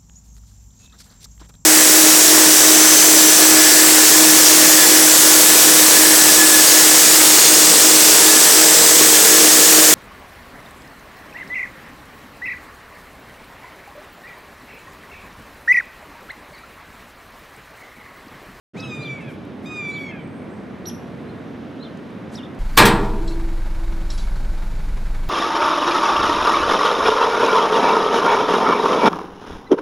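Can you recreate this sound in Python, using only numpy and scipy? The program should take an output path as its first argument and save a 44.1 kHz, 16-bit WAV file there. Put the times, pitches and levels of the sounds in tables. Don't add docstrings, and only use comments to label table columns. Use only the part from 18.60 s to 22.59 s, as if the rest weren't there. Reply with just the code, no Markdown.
import sys
import numpy as np
from scipy import signal
from scipy.fft import rfft, irfft, next_fast_len
from scipy.io import wavfile
from scipy.ndimage import uniform_filter1d

SR = 44100
rng = np.random.default_rng(int(sys.argv[2]) if len(sys.argv) > 2 else 0)


def master_out(mix):
    frames = np.transpose(np.atleast_2d(mix))
    ceiling = np.clip(frames, -1, 1)
    pcm = np.round(ceiling * 32767).astype(np.int16)
    wavfile.write(sys.argv[1], SR, pcm)


def volts_from_decibels(level):
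    exponent = np.asarray(level, float) / 20
    return 10 ** exponent


N = 175959


def on_log(table, hz):
    a = np.array(table, float)
    return np.interp(np.log(np.maximum(hz, 1)), np.log(a[:, 0]), a[:, 1])


def over_time(times, values):
    return np.interp(np.arange(N) / SR, times, values)


def walk(rate_hz, size=N):
    hold = max(int(SR / rate_hz), 1)
    steps = np.repeat(rng.standard_normal(size // hold + 1), hold)
    return 0.86 * uniform_filter1d(uniform_filter1d(steps, hold), hold)[:size]


def track(rows, edge_s=0.0013):
    a = np.array(rows, float)
    t = np.arange(a[0, 0], a[-1, 0], 1 / SR)
    hz = uniform_filter1d(np.interp(t, a[:, 0], a[:, 1]), size=66, mode="nearest")
    ends = np.clip(np.minimum(t - t[0], t[-1] - t) / edge_s, 0, 1)
    return int(t[0] * SR), hz, np.sqrt(2) * ends * volts_from_decibels(np.interp(t, a[:, 0], a[:, 2]))


def running_phase(hz):
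    return 2 * np.pi * np.cumsum(hz) / SR


def pan(x, db):
    return x * volts_from_decibels(np.array([[db / 2], [-db / 2]]))


WOOD_GAP_S, WOOD_WIDE = 0.0013, 0.35


def wood(x, t60_s, patchy_db):
    t = np.arange(SR) / SR
    tail = rng.standard_normal((2, SR)) * volts_from_decibels(3.9 * rng.standard_normal(SR))
    tail = tail * volts_from_decibels(-60 * t / t60_s + patchy_db * walk(44.3, size=SR))
    tail = tail * np.clip(t / WOOD_GAP_S - .5, 0, 1)
    tail = tail[0] + WOOD_WIDE * tail[1] * np.array([[1], [-1]])
    unit = tail / np.sqrt(np.mean(np.sum(tail ** 2, 1)))
    return signal.fftconvolve(x[None], unit, axes=1)[:, :N]


FLICKER_DB, SWELL_DB, LEAN_DB = 0.96, .5, -1.16
# frequency_hz, level_db
SIDE_SPECTRUM = [(30, -8), (60, -1), (110, -14.5), (200, -12.5), (500, -8.5), (2400, -9), (4400, -15.5),
                 (8000, -19), (13000, -0.5)]


def background(colour, db, low_hz, high_hz, swell):
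    size = next_fast_len(N)
    f = np.arange(size // 2 + 1) * SR / size
    shape = volts_from_decibels(on_log(colour, f)) * (f >= low_hz) * (f < high_hz)
    mid, side = rfft(rng.standard_normal((2, size))) * shape
    side = side * volts_from_decibels(on_log(SIDE_SPECTRUM, f))
    half_octave = 2 * np.log2(np.maximum(f, 1))
    out = 0
    for k in range(int(2 * np.log2(low_hz)), int(2 * np.log2(high_hz)) + 2):
        mask = np.clip(1 - np.abs(half_octave - k), 0, 1)
        level = volts_from_decibels(SWELL_DB * swell + FLICKER_DB * walk(6.126))
        m, s = irfft(np.array([mid, side]) * mask, size)[:, :N] * level
        out = out + np.array([m + s, m - s])
    return pan(out * volts_from_decibels(db) / np.std(out.mean(0)), LEAN_DB)


# frequency_hz, level_db (per Hz)
RUMBLE_SPECTRUM = [(18, -77), (30, -36.5), (96, -8.5), (209, -1.5), (710, -16), (794, -18), (855, -19),
                   (1760, -24.5), (2500, -30), (3250, -66), (5500, -120)]
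# time_s, level_db
PASSING_SWELL = [(0, 1.5), (.9, -1), (1.45, 0), (2.2, 0.5), (2.9, 1), (3.2, -0.5), (3.3, -0.5), (4, 0.5)]


def traffic(swell):
    rumble = background(RUMBLE_SPECTRUM, -34.5, 20., 2500., swell)
    return rumble * volts_from_decibels(over_time(*np.array(PASSING_SWELL).T))


# frequency_hz, level_db (per Hz)
HISS_SPECTRUM = [(1470, -34), (2500, 2), (3720, -3.5), (4270, -8.5), (5490, -13), (6340, -15), (7010, -20),
                 (10200, -22), (15500, -31.5)]
# time_s, level_db
BREEZE_SWELL = [(0, 1.5), (1.4, -1.5), (1.6, -2.5), (2.7, 0), (2.9, 0.5), (4, -0.5)]


def hiss(swell):
    wind = background(HISS_SPECTRUM, -56, 2500., 16000., swell)
    return wind * volts_from_decibels(over_time(*np.array(BREEZE_SWELL).T))


DRONE_HZ, DRONE_WIDTH_HZ = 252.7, 81
# time_s, level_db
DRONE_SWELL = [(0, -52), (.55, -48), (.75, -39.5), (1.0, -39.5), (1.45, -43), (1.7, -42.5), (2.5, -49.5),
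               (2.95, -37), (3.2, -34.5), (3.3, -48.5), (4, -46)]


def drone():
    edges_hz = [DRONE_HZ - DRONE_WIDTH_HZ / 2, DRONE_HZ + DRONE_WIDTH_HZ / 2]
    band = signal.butter(2, edges_hz, "band", fs=SR, output="sos")
    x = signal.sosfilt(band, rng.standard_normal(N))
    return pan(x / np.std(x) * volts_from_decibels(over_time(*np.array(DRONE_SWELL).T)), -2.2)


THROB_HZ = 132.8
# start_s, length_s, level_db
ENGINE_LUMPS = [(.2, 0.14, -39), (.375, 0.046, -32), (.44, 0.072, -37.5), (.485, 0.065, -33.5),
                (0.649, 0.056, -33.5)]


def throb():
    out = np.zeros(N)
    for s, length, db in ENGINE_LUMPS:
        i, n = int(s * SR), int(length * SR)
        tone = np.sin(2 * np.pi * THROB_HZ * np.arange(n) / SR)
        out[i:i + n] += volts_from_decibels(db) * 2 * np.hanning(n) * tone
    return out


RUSTLE_RISE = 0.29
# start_s, length_s, level_db, centre_hz
DRY_TICKS = [(0.159, 0.066, -53, 5860), (0.592, .09, -65, 8000), (0.676, 0.1, -63.5, 10100),
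             (.85, 0.0081, -64, 10990), (1.017, 0.091, -66, 11000), (1.261, 0.079, -63, 9000),
             (1.352, 0.14, -63.5, 11000), (2.253, 0.011, -53, 6900), (2.282, .035, -56, 5960),
             (3.108, 0.0083, -67, 9000), (3.372, 0.0067, -57, 7140), (3.503, 0.0063, -62, 8000),
             (3.693, .03, -63, 4800), (3.709, 0.096, -55, 8400), (3.734, .03, -52, 6200),
             (3.835, .03, -60, 4600), (3.947, 0.0078, -64, 9000)]


def rustles():
    out = np.zeros((2, N))
    for s, length, db, hz in DRY_TICKS:
        grit = rng.standard_normal((2, 6000)) * volts_from_decibels(3.5 * rng.standard_normal(6000))
        edges_hz = [hz * 0.38, min(hz * 1.21, 15000)]
        band = signal.butter(3, edges_hz, "band", fs=SR, output="sos")
        grit = signal.sosfilt(band, grit[0] + 0.21 * grit)
        i, n = int(s * SR), min(int(length * SR), 6000)
        shape = np.interp(np.arange(n) / n, [0, RUSTLE_RISE, 1], [0, 1.4, 0])
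        out[:, i:i + n] += volts_from_decibels(db + 1.8 * walk(160, size=SR)[:n]) * grit[:, :n] * shape / np.std(grit)
    return out


LEAVES_S, LEAVES_DB = .008, -9


def foliage(x):
    taps = np.zeros(int(LEAVES_S * SR) + 2)
    places = (rng.random(6) * (len(taps) - 1)).astype(int)
    np.add.at(taps, places, volts_from_decibels(LEAVES_DB) * rng.standard_normal(6) / 2)
    taps[0] = 1
    return signal.fftconvolve(x, taps[None], axes=1)[:, :N]


BUZZ_RATE_HZ = 90
# time_s, pitch_share, level_db
BUZZ_SHAPE = [(0, .97, -2), (.04, 1.0, -5), (.14, 1.01, -12)]
# start_s, centre_hz, sweep_share, level_db
BUZZ_CALLS = [(1.74, 9100, 0.0852, -68), (1.885, 8330, 0.0854, -65.5)]


def buzzes(wet):
    for s, hz, sweep, db in BUZZ_CALLS:
        _, share, gain = track(BUZZ_SHAPE, 0.0083)
        i, t = int(s * SR), np.arange(len(share)) / SR
        trill = sweep * np.sin(2 * np.pi * BUZZ_RATE_HZ * t + 1.0 * walk(60, size=SR)[:len(t)])
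        wet[i:i + len(t)] += volts_from_decibels(db) * gain * np.sin(running_phase(hz * (share + trill)))


OVERTONE_HZ, OVERTONE_LOW, OVERTONE_PAN_DB = 4900, .3, -4
THIRD_DB = -29
SLAP_S, SLAP_DB, BIRD_T60_S, BIRD_PATCHY_DB = 0.015, 0, 0.41, 1.5
# time_s, pitch_hz, level_db
CHIRRUP_SHAPE = [(0, 3596, -17), (.018, 3980, -5.5), (.038, 4055, 3), (.042, 4400, -2), (.047, 3000, -11),
                 (.054, 3100, -16), (.061, 3680, -1), (.08, 3150, -6), (.09, 2980, -9)]
TSEEP_SHAPE = [(0, 3500, -7), (.009, 5050, 3), (.015, 5750, -1), (.021, 3900, -12), (.034, 3720, -2),
               (.048, 3100, -5), (.072, 2750, -13), (.097, 3790, -7), (.116, 3150, -12)]
CHIP_SHAPE = [(0, 2800, -26), (.004, 4110, -2.5), (.006, 4870, -20), (.008, 5665, -7.5), (.02, 5860, -2.5),
              (.03, 5670, -3.5), (.04, 4954, -18), (.042, 3930, -20), (.048, 2980, -7)]
SEET_SHAPE = [(0, 8310, 1), (.09, 8220, -1), (.15, 8250, 1), (.19, 8870, 4)]
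RISE_SHAPE = [(0, 7300, -15), (.04, 7900, 11), (.06, 8200, -6)]
# start_s, level_db, second_harmonic_db, echo_db, left_right_db
CHIRRUP_CALLS = [
    (0.396, -43, -30, -13, 1.5),
    (1.303, -43, -30, -12, 1),
    (2.646, -65, -30, 1, 2),
    (3.19, -44.5, -30, -10, 0),
]
TSEEP_CALLS = [
    (.194, -43, -24, -12, 0),
    (3.746, -42, -22, -10, 0),
]
CHIP_CALLS = [
    (2.253, -31.5, -9.5, -6, -2.5),
]
SEET_CALLS = [
    (1.59, -78.5, -30, 2, 0),
]
RISE_CALLS = [
    (1.125, -73, -31, -11, 0),
]


def birds():
    dry, wet = np.zeros((2, N)), np.zeros(N)
    kinds = [  # contour, calls, tremble_db, pitch waver share
        (CHIRRUP_SHAPE, CHIRRUP_CALLS, 3, .012),
        (TSEEP_SHAPE, TSEEP_CALLS, 4, .03),
        (CHIP_SHAPE, CHIP_CALLS, .7, .002),
        (SEET_SHAPE, SEET_CALLS, 4, .006),
        (RISE_SHAPE, RISE_CALLS, 4, .012)]
    for shape, calls, tremble_db, waver in kinds:
        for s, db, second_db, echo_db, pan_db in calls:
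            _, hz, gain = track(shape, 0.00055)
            i, n = int(s * SR), len(hz)
            phase = running_phase(hz * (1 + waver * walk(400, size=SR)[:n]))
            gain = volts_from_decibels(db + tremble_db * walk(229, size=SR)[:n]) * gain
            whistle = np.sin(phase)
            opening = np.clip((hz / OVERTONE_HZ - 1) / 0.036, OVERTONE_LOW, 1)
            overtones = volts_from_decibels(second_db) * opening * np.sin(2 * phase)
            if shape is CHIP_SHAPE:
                overtones = overtones * np.linspace(0, 2, n) ** 2.0
            if shape is TSEEP_SHAPE:
                overtones = overtones + volts_from_decibels(THIRD_DB) * np.sin(3 * phase) * (hz < OVERTONE_HZ)
            dry[:, i:i + n] += gain * (pan(whistle, pan_db) + pan(overtones, pan_db + OVERTONE_PAN_DB))
            wet[i:i + n] += volts_from_decibels(echo_db) * gain * (whistle + overtones)
    buzzes(wet)
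    slap = volts_from_decibels(SLAP_DB) * np.roll(wet, int(SLAP_S * SR)) * np.array([[1], [.4]])
    return foliage(dry) + slap + wood(wet, BIRD_T60_S, BIRD_PATCHY_DB)


RUNUP_S, RUNUP_SHARE, RUNUP_DB, RUNUP_DULL_DB = .026, .7, -10, -26
JITTER, SHIMMER_DB, BREAK_SHIMMER_DB = 0.0026, 1.3, 1.2
HOARSE_DB, AIR_DB = -30, 5.5
SIXTH_DB, BREAK_TILT_DB = -25.5, -5
HAWK_ECHO_DB, HAWK_PAN_DB, ECHO_TOP_HZ, WOOD_T60_S, WOOD_PATCHY_DB = -8, -1, 3530, 1, 5.5
# time_s, pitch_hz, level_db, sixth_harmonic_db
FIRST_SCREAM = [(0.18, 1278, -44.5, -57.5), (0.24, 1296, -37, -55), (0.29, 1274, -46, -54),
                (0.324, 1223, -35.5, -57), (0.356, 1230, -40.5, -56), (0.388, 1206, -45.5, -61),
                (0.52, 1160, -35.5, -59), (0.592, 1118, -44, -71), (0.612, 1046, -44, -80)]
SECOND_SCREAM = [(1.06, 1225, -47.5, -55), (1.1, 1244, -38, -58), (1.164, 1229, -34.5, -54),
                 (1.224, 1183, -34, -58.5), (1.3, 1154, -33, -58), (1.35, 1150, -36.5, -60.5),
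                 (1.385, 1145, -34.5, -62.5), (1.47, 1112, -41.5, -63), (1.515, 1049, -40, -66)]
# time_s, pitch_hz, level_db, brightness_db
FIRST_BREAK = [(.606, 905, -43, -12), (.635, 862, -47, -4), (.665, 840, -50, 3), (.682, 824, -44, 0),
               (.7, 785, -45, 2), (0.715, 690, -47, -1)]
SECOND_BREAK = [(1.512, 885, -42, -14), (1.54, 838, -46, -12), (1.575, 805, -46, -3), (1.6, 775, -53, 4),
                (1.625, 750, -54, 5), (1.64, 730, -60, 0)]
# frequency_hz, level_db
THROAT_RESPONSE = [(1080, -36), (1200, -9.5), (2350, 4), (3600, -15.5), (5800, -26), (7200, -26),
                   (10800, -45.5), (14000, -50)]
BREAK_HARMONICS = [-16, -5, 0, -8, -25, -27]


def hawk():
    out = np.zeros(N)
    for scream, tail in ((FIRST_SCREAM, FIRST_BREAK), (SECOND_SCREAM, SECOND_BREAK)):
        a = np.array(scream)
        s, hz, db = a[0, :3]
        upper = [(s - RUNUP_S, hz * RUNUP_SHARE, db + RUNUP_DB)] + list(a[:, :3])
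        bright = a[:, 3] - a[:, 2] - SIXTH_DB
        boost = over_time(np.r_[s - RUNUP_S / 4, a[:, 0]], np.r_[bright[0] + RUNUP_DULL_DB, bright])
        opening = over_time(*np.array(tail)[:, [0, 3]].T)
        for rows, broken, shimmer_db in ((upper, False, SHIMMER_DB), (tail, True, BREAK_SHIMMER_DB)):
            i, pitch, gain = track(rows)
            n = len(pitch)
            phase = running_phase(pitch * (1 + JITTER * walk(116.2, size=SR)[:n]))
            gain = gain * volts_from_decibels(shimmer_db * walk(68.3, size=SR)[:n])
            for k in range(1, 14):
                twinkle = walk(36, size=SR)[:n] - .6
                hoarse = 1 + volts_from_decibels(HOARSE_DB) * k * walk(900, size=SR)[:n]
                if broken:
                    level_db = BREAK_HARMONICS[min(k, 6) - 1] + BREAK_TILT_DB * max(k - 6, 0)
                    level_db = level_db + opening[i:i + n] * (k > 3)
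                else:
                    level_db = on_log(THROAT_RESPONSE, k * pitch) + boost[i:i + n] * (k > 2)
                level_db = level_db + AIR_DB * min(max(k - 2, 0), 3) / 3 * twinkle
                out[i:i + n] += gain * volts_from_decibels(level_db) * hoarse * np.sin(k * phase + k * k)
    dull = signal.sosfilt(signal.butter(2, ECHO_TOP_HZ, fs=SR, output="sos"), out)
    return pan(out + volts_from_decibels(HAWK_ECHO_DB) * wood(dull, WOOD_T60_S, WOOD_PATCHY_DB), HAWK_PAN_DB)


def scene():
    swell = walk(1.5)
    ambience = traffic(swell) + hiss(swell) + drone() + throb()
    return ambience + rustles() + birds() + hawk()


def roll_off(x):
    return signal.sosfilt(signal.butter(12, 15660, fs=SR, output="sos"), x)


START_S, FADE_S, TOP_HZ = .134, .024, 15600


def record(dry):
    fade = np.clip((np.arange(N) / SR - START_S) / FADE_S, 0, 1)
    low_pass = signal.ellip(8, .2, 60, TOP_HZ, fs=SR, output="sos")
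    mix = signal.sosfilt(low_pass, dry * fade)
    return roll_off(mix)


dry = scene()
out = record(dry)
master_out(out)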